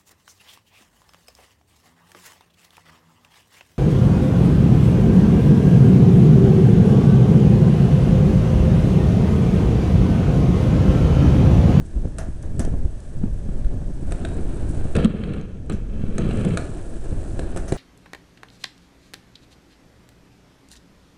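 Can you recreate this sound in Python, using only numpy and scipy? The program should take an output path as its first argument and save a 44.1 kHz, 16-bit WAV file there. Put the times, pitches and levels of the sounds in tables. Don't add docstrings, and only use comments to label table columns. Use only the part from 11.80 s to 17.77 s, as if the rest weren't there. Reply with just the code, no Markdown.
import sys
import numpy as np
from scipy import signal
from scipy.fft import rfft, irfft
from scipy.io import wavfile
from scipy.ndimage import uniform_filter1d

SR = 44100
rng = np.random.default_rng(int(sys.argv[2]) if len(sys.argv) > 2 else 0)


def dump(signal):
    limited = np.clip(np.atleast_2d(signal).T, -1, 1)
    pcm = np.round(limited * 32767).astype(np.int16)
    wavfile.write(sys.argv[1], SR, pcm)


N = 263277
T = np.arange(N) / SR

# frequency in Hz, relative level in dB.
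STEEL_TONE = [(2500, -44), (4200, -8.5), (5400, -7), (6400, -4), (6900, -3.5), (7800, 2), (9000, 2),
              (10200, -5.5), (11200, -17.5), (12200, -32)]
# start in seconds, end in seconds, load on the wheels in dB, surge on landing in dB.
RAMP_RUNS = [(3.15, 3.88, 5, 0), (3.898, 4.376, 0, 4.5), (4.38, 4.737, -1.5, 1.5)]


def rolling():
    # time in seconds, level in dB.
    hum_levels = [(0, -58.5), (1.15, -53.5), (1.6, -55), (1.72, -49), (2.4, -54.5)]
    # pitch in Hz, width in Hz, relative level in dB.
    wheel_rings = [(478, 11, 3), (562, 72, 14), (605, 19, 3)]
    # frequency in Hz, relative level in dB.
    board_tone = [(100, -6), (200, -7), (340, -0.5), (430, -8.5), (690, -13), (890, -22.5), (1200, -25),
                  (1620, -22.5), (1990, -35), (2310, -30.5), (3400, -37), (4000, -35.5), (5200, -48.5),
                  (11000, -90)]
    hum = curve(hum_levels) * resonate(rng.standard_normal(N), wheel_rings)
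    road = grit(per_second=3500, spread_db=2.6) * undb(1.2 * wander(35))
    balls = grit(per_second=3500, spread_db=2.8) * undb(1.7 * wander(70))
    on_concrete = 1 - ramp_contact(RAMP_RUNS[0][0], RAMP_RUNS[-1][1])
    board = colour(road * on_concrete * roll_strength(power=3.03), board_tone, band=(1000, 1900))
    bearings = colour(balls * roll_strength(power=1.3), STEEL_TONE)
    return hum + undb(-53.5) * board + undb(-56.5) * bearings


def roll_strength(power, cruise_m_per_s=3, near_m=5):
    # time in seconds, speed in metres a second.
    speeds = [(0.0, 2.3), (2.15, 1.86), (2.32, 2.9), (3.14, 3.05), (3.33, 2.27), (3.54, 2.24), (3.66, .8),
              (3.82, 0.23), (4.04, 0.27), (4.16, 0.89), (4.38, 1.22), (4.51, 3.14), (4.8, 3.16),
              (5.17, 2.37), (5.42, 2.94), (5.97, 2.92)]
    # time in seconds, distance in metres.
    distances = [(0.0, 8.7), (2.15, 6.4), (2.33, 5.04), (3.15, 5.28), (4.8, 4.03), (5.97, 5)]
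    speed = np.interp(T, *np.transpose(speeds))
    distance = np.interp(T, *np.transpose(distances))
    return (speed / cruise_m_per_s) ** power * near_m / distance


def ramp_rolling(surge_decay_s=.045):
    # frequency in Hz, relative level in dB.
    drum_tone = [(50, 1), (95, -2), (150, 1), (210, 1.5), (260, -7), (345, -8), (480, -10), (660, -22.5),
                 (860, -32), (1500, -45.5)]
    # frequency in Hz, relative level in dB.
    rasp_tone = [(500, -45), (950, -5.5), (1200, -2), (1700, -2.5), (1950, -4), (2300, 1.5), (3500, 1.5),
                 (4150, -10), (4700, -11), (6000, -35), (11000, -23)]
    # pitch in Hz, width in Hz, relative level in dB.
    sheet_rings = [(1183, 79, -3.5), (1346, 350, 7), (1670, 150, 1.5), (2200, 340, -4.5), (2550, 170, -7),
                   (3054, 110, -5), (3920, 210, 0)]
    bumps = grit(per_second=900, spread_db=2.0)
    grain = grit(per_second=3500, spread_db=2.2) * undb(1.5 * wander(90))
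    load, surge = np.zeros((2, N))
    for start, end, load_db, surge_db in RAMP_RUNS:
        load = np.maximum(load, undb(load_db) * ramp_contact(start, end))
        surge += undb(surge_db) * (T >= start) * np.exp(-since(start) / surge_decay_s)
    drum = colour(bumps * (load * roll_strength(power=.94) + surge), drum_tone, band=(160, 650))
    sheet = resonate(grain * (load * roll_strength(power=1.11) + surge), sheet_rings)
    return undb(-25.5) * drum + undb(-51.5) * colour(sheet, rasp_tone)


def ramp_contact(start, end, release_s=.071):
    return (T >= start) * np.exp(-since(end) / release_s)


def ramp_booms(swell_s=.011):
    # start in seconds, pitch in Hz, peak level in dB.
    booms = [(3.17, 96, -16.5), (3.245, 217.3, -5), (3.927, 199, -22), (4.385, 222, -20), (4.565, 94, -19),
             (4.715, 95.3, -21.5)]
    sound = np.zeros(N)
    for start, hz, db in booms:
        age = since(start)
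        swell = age / swell_s * np.exp(1 - age / swell_s)
        sound += undb(db) * swell * np.sin(2 * np.pi * hz * age)
    return sound


def clacks(chatter_s=.0031, ring_s=.003, pebbles_per_s=2.5):
    # start in seconds, crack in dB, tick in dB, knock in dB, pitch of the ring in Hz.
    hits = [(0.3843, -36, -30.5, -29, 1700), (.626, -50, -43.5, -48, 6340), (0.7938, -36.5, -27, -21, 1700),
            (0.8497, -42, -35, -19, 3170), (1.2027, -59, -45.5, -54, 7640), (1.8468, -44, -53, -54, 1590),
            (2.3213, -33.5, -34, -17, 1250), (2.45, -27.5, -36.5, -19.5, 1550),
            (3.153, -31.5, -35.5, -32, 2670), (3.165, -25, -32, -18, 2590), (3.1857, -35, -47, -12, 1670),
            (3.207, -42, -55, -26, 1250), (3.246, -22, -33.5, -28, 3240), (3.255, -27, -48, -17, 1210),
            (3.437, -25.5, -52, -35, 3170), (3.5362, -32, -45, -35, 2710), (3.612, -41, -50, -31, 6400),
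            (3.8976, -26.5, -35, -19, 1220), (3.9224, -32, -50, -43, 7600), (4.382, -26, -32.5, -20, 6400),
            (4.51, -32, -62, -21, 2790), (4.572, -41, -40, -29, 1680), (4.649, -33.5, -37, -15, 3440),
            (4.7729, -20, -25.5, -13.5, 1250), (5.593, -31.5, -37, -14, 1590),
            (5.7622, -37, -36, -14.5, 1580), (5.7732, -34.5, -32.5, -23, 7940),
            (5.9223, -26.5, -31.5, -8, 1900)]
    # pitch in Hz, relative level in dB, seconds to fade 60 dB.
    deck_notes = [(181, 2.5, 0.06), (308, -3, 0.041), (384, 7, 0.038), (519, 3.5, 0.04), (663, -4.5, 0.1),
                  (696, -9, 0.032)]
    # frequency in Hz, relative level in dB.
    crack_tone = [(300, -10), (660, 14.5), (850, -21), (1020, -8), (1250, 9.5), (1750, 7), (1980, 0.5),
                  (2350, 2), (3350, -3), (3950, 2.5), (4400, -5), (7000, -63), (11000, -62)]
    age = T[:SR // 4]
    chatter_fade = np.exp(-age / chatter_s)
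    knock = sum(undb(db - 60 * age / fade_s) * np.sin(2 * np.pi * hz * age)
                for hz, db, fade_s in deck_notes)
    knock /= np.abs(knock).max()
    crack, tick, body = np.zeros((3, N + len(age)))
    for start, crack_db, tick_db, knock_db, ring_hz in hits:
        span = slice(int(start * SR), int(start * SR) + len(age))
        chatter = chatter_fade * rng.choice([-1, 1], (2, len(age)))
        crack[span] += undb(crack_db) * chatter[0]
        tick[span] += undb(tick_db) * chatter[1]
        ring = np.exp(-age / ring_s) * np.sin(2 * np.pi * ring_hz * age)
        body[span] += undb(knock_db) * knock + undb(crack_db - 2) * ring
    pebble_hits = rng.random(N) < pebbles_per_s / SR
    pebble_fades = signal.fftconvolve(pebble_hits, chatter_fade)[:N]
    pebbles = undb(-53.5) * pebble_fades * rng.choice([-1, 1], N)
    return colour(crack[:N] + pebbles, crack_tone) + colour(tick[:N] + pebbles, STEEL_TONE) + body[:N]


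def scuffs(rise_s=.0013, decay_s=.041):
    # start in seconds, level in dB, level of the treble in dB.
    scrapes = [(0.385, -35, -41.5), (.629, -47, -60), (0.795, -33.5, -38), (2.307, -42, -50),
               (3.925, -44, -46), (4.785, -37, -62), (5.767, -36.5, -46), (5.879, -37.5, -40.5),
               (5.935, -44, -46)]
    # frequency in Hz, relative level in dB.
    sole_tone = [(200, -10.5), (650, 9.5), (950, -6.5), (1750, -1.5), (2100, -12.5), (3300, -18),
                 (5000, -35), (7000, -17), (11000, -31)]
    # frequency in Hz, relative level in dB.
    sand_tone = [(2500, -10), (4400, -10), (5200, -4), (6400, 3.5), (7200, -13), (8800, -3.5), (10200, -5),
                 (12200, -21)]
    body, treble = np.zeros((2, N))
    for start, db, treble_db in scrapes:
        age = since(start)
        attack = 1 - np.exp(-age / rise_s)
        body += undb(db) * attack * np.exp(-age / decay_s)
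        treble += undb(treble_db) * attack * np.exp(-2 * age / decay_s)
    coarse = grit(per_second=5000, spread_db=2)
    fine = grit(per_second=7000, spread_db=2.4)
    return colour(body * coarse, sole_tone) + colour(treble * fine, sand_tone)


def wind(eddies_per_s=3, eddy_hz=98, churn_db_per_octave=9.5):
    # time in seconds, relative level in dB.
    gust_levels = [(0.0, -18), (.1, -35.5), (.2, -24.5), (.58, -28.5), (.72, -22), (.92, -20.5),
                   (1.22, -32.5), (1.42, -23), (2.2, -26), (2.48, -22.5), (3.25, -24.5), (3.45, -31.5),
                   (3.93, -24), (4.5, -25.5), (4.9, -32), (5.22, -30), (5.33, -25), (5.97, -28)]
    # time in seconds, peak level in dB, frequency in Hz.
    low_thumps = [(.169, -11, 40), (.255, -20, 190), (.275, -23.5, 149), (.488, -26.5, 180),
                  (.806, -20, 171), (.877, -19, 175), (.941, -20.5, 155), (1.055, -10.5, 60),
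                  (1.439, -14.5, 210), (1.692, -18, 158), (1.862, -10.5, 31), (2.23, -21.5, 124),
                  (3.055, -14, 112), (3.945, -13, 65), (4.24, -12.5, 126), (5.327, -16.5, 140),
                  (5.926, -7.5, 121)]
    # frequency in Hz, relative level in dB.
    rumble_tone = [(8, 8), (28, -1), (55, -4), (100, -10), (200, -21), (400, -50), (900, -64)]
    # frequency in Hz, relative level in dB.
    churn_tone = [(40, 2.5), (130, 1.5), (250, -0.5), (450, -10), (800, -24.5), (1600, -41), (5000, -60)]
    gust = curve(gust_levels)
    rumble = undb(2) * gust * colour(rng.standard_normal(N), rumble_tone)
    flutter = undb(2.8 * wander(30))
    churn = undb(-10.5) * gust * (gust / undb(-19)) ** .5 * flutter
    air = rng.standard_normal(N)
    moments = T[rng.random(N) < eddies_per_s / SR]
    octaves = np.interp(moments, T, rng.uniform(-.29, .5, N))
    peaks_db = np.interp(moments, *np.transpose(gust_levels)) + 1.5
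    small_eddies = zip(moments, peaks_db, eddy_hz * 2 ** octaves)
    for moment, db, hz in [*low_thumps, *small_eddies]:
        cycles = (T - moment) * hz
        pulse = undb(db) * np.exp(-(2 * cycles) ** 2)
        rumble += pulse * np.cos(2 * np.pi * cycles)
        churn += undb(-10.5 + churn_db_per_octave * np.log2(hz / eddy_hz)) * pulse
    return rumble + colour(churn * air, churn_tone)


def traffic():
    # frequency in Hz, relative level in dB.
    traffic_tone = [(60, 15), (250, 5), (450, -11.5), (600, -10), (880, -16), (1250, -19), (1700, -9),
                    (2100, -21), (3300, -21), (4700, -25), (6400, -19), (9300, -42), (10500, -26.5),
                    (12000, -54)]
    return colour(rng.standard_normal(N), traffic_tone) * undb(-46.5 + .36 * wander(1.5))


def camera_noise(whine_hz=7792):
    # frequency in Hz, relative level in dB.
    hiss_tone = [(4000, -12.5), (5400, -5), (7800, -2), (9000, -1.5), (10200, -2.5), (12200, -27)]
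    hiss = colour(rng.standard_normal(N), hiss_tone)
    whine = unit_level(np.sin(2 * np.pi * whine_hz * T))
    return undb(-69) * hiss + undb(-74.5) * whine


def outdoors(x, echo_db, fade_s):
    surfaces = grit(per_second=2500, spread_db=1)
    echoes = surfaces * undb(-60 * T / fade_s) * (T > .008)
    echoes = signal.sosfilt(signal.butter(1, 4000, fs=SR, output="sos"), echoes[:SR // 2])
    return x + undb(echo_db) * signal.fftconvolve(x, echoes / np.linalg.norm(echoes))[:N]


def gain_control(x, limit_db, duck_db, recover_db_per_s):
    power = uniform_filter1d(x ** 2, size=640, origin=319)
    overload = np.roll(power > undb(limit_db) ** 2, 300)
    last_overload = np.maximum.accumulate(np.where(overload, T, -np.inf))
    cut_db = np.maximum(duck_db - recover_db_per_s * (T - last_overload), 0)
    return x * undb(-cut_db)


def grit(per_second, spread_db):
    hit = rng.random(N) < per_second / SR
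    hardness = np.minimum(rng.exponential(size=N), 5)
    return unit_level(hit * rng.choice([-1, 1], N) * undb(spread_db * hardness))


def wander(per_second):
    drift = np.interp(T * per_second, np.arange(2048), rng.standard_normal(2048))
    return unit_level(uniform_filter1d(drift, int(SR / per_second) // 2))


def resonate(x, rings):
    power = sum(np.pi * width / SR * undb(2 * db) for hz, width, db in rings)
    bands = [undb(db) * signal.lfilter(*signal.iirpeak(hz, hz / width, fs=SR), x)
             for hz, width, db in rings]
    return sum(bands) / np.sqrt(power)


def colour(x, tone, band=(0, SR / 2), size=8192):
    hz, db = np.transpose(tone)
    freqs = np.maximum(np.arange(size // 2 + 1) * SR / size, 1)
    octaves_outside = np.maximum(np.log2(hz[0] / freqs), 0) + np.maximum(np.log2(freqs / hz[-1]), 0)
    gain = undb(np.interp(np.log(freqs), np.log(hz), db) - 10 * octaves_outside)
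    gain /= np.sqrt(np.mean(gain ** 2 * (freqs >= band[0]) * (freqs <= band[1])))
    cepstrum = irfft(np.log(gain))
    cepstrum[1:size // 2] *= 2
    cepstrum[size // 2 + 1:] = 0
    return signal.fftconvolve(x, irfft(np.exp(rfft(cepstrum))))[:N]


def curve(levels):
    return undb(np.interp(T, *np.transpose(levels)))


def since(start):
    return np.maximum(T - start, 0)


def undb(db):
    return 10 ** (np.asarray(db) / 20)


def unit_level(x):
    return x / np.sqrt(np.mean(x ** 2))


def scene():
    blows = outdoors(clacks() + scuffs(), echo_db=-13, fade_s=.38)
    skateboard = rolling() + ramp_rolling() + ramp_booms() + blows
    return (skateboard + wind() + traffic() + camera_noise())[None]


def record(dry):
    held = gain_control(dry[0], limit_db=-9, duck_db=8, recover_db_per_s=7)
    treble_cut = signal.ellip(8, .2, 80, 11700, fs=SR, output="sos")
    return signal.sosfilt(treble_cut, np.tanh(held))[None]


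dry = scene()
out = record(dry)
dump(out)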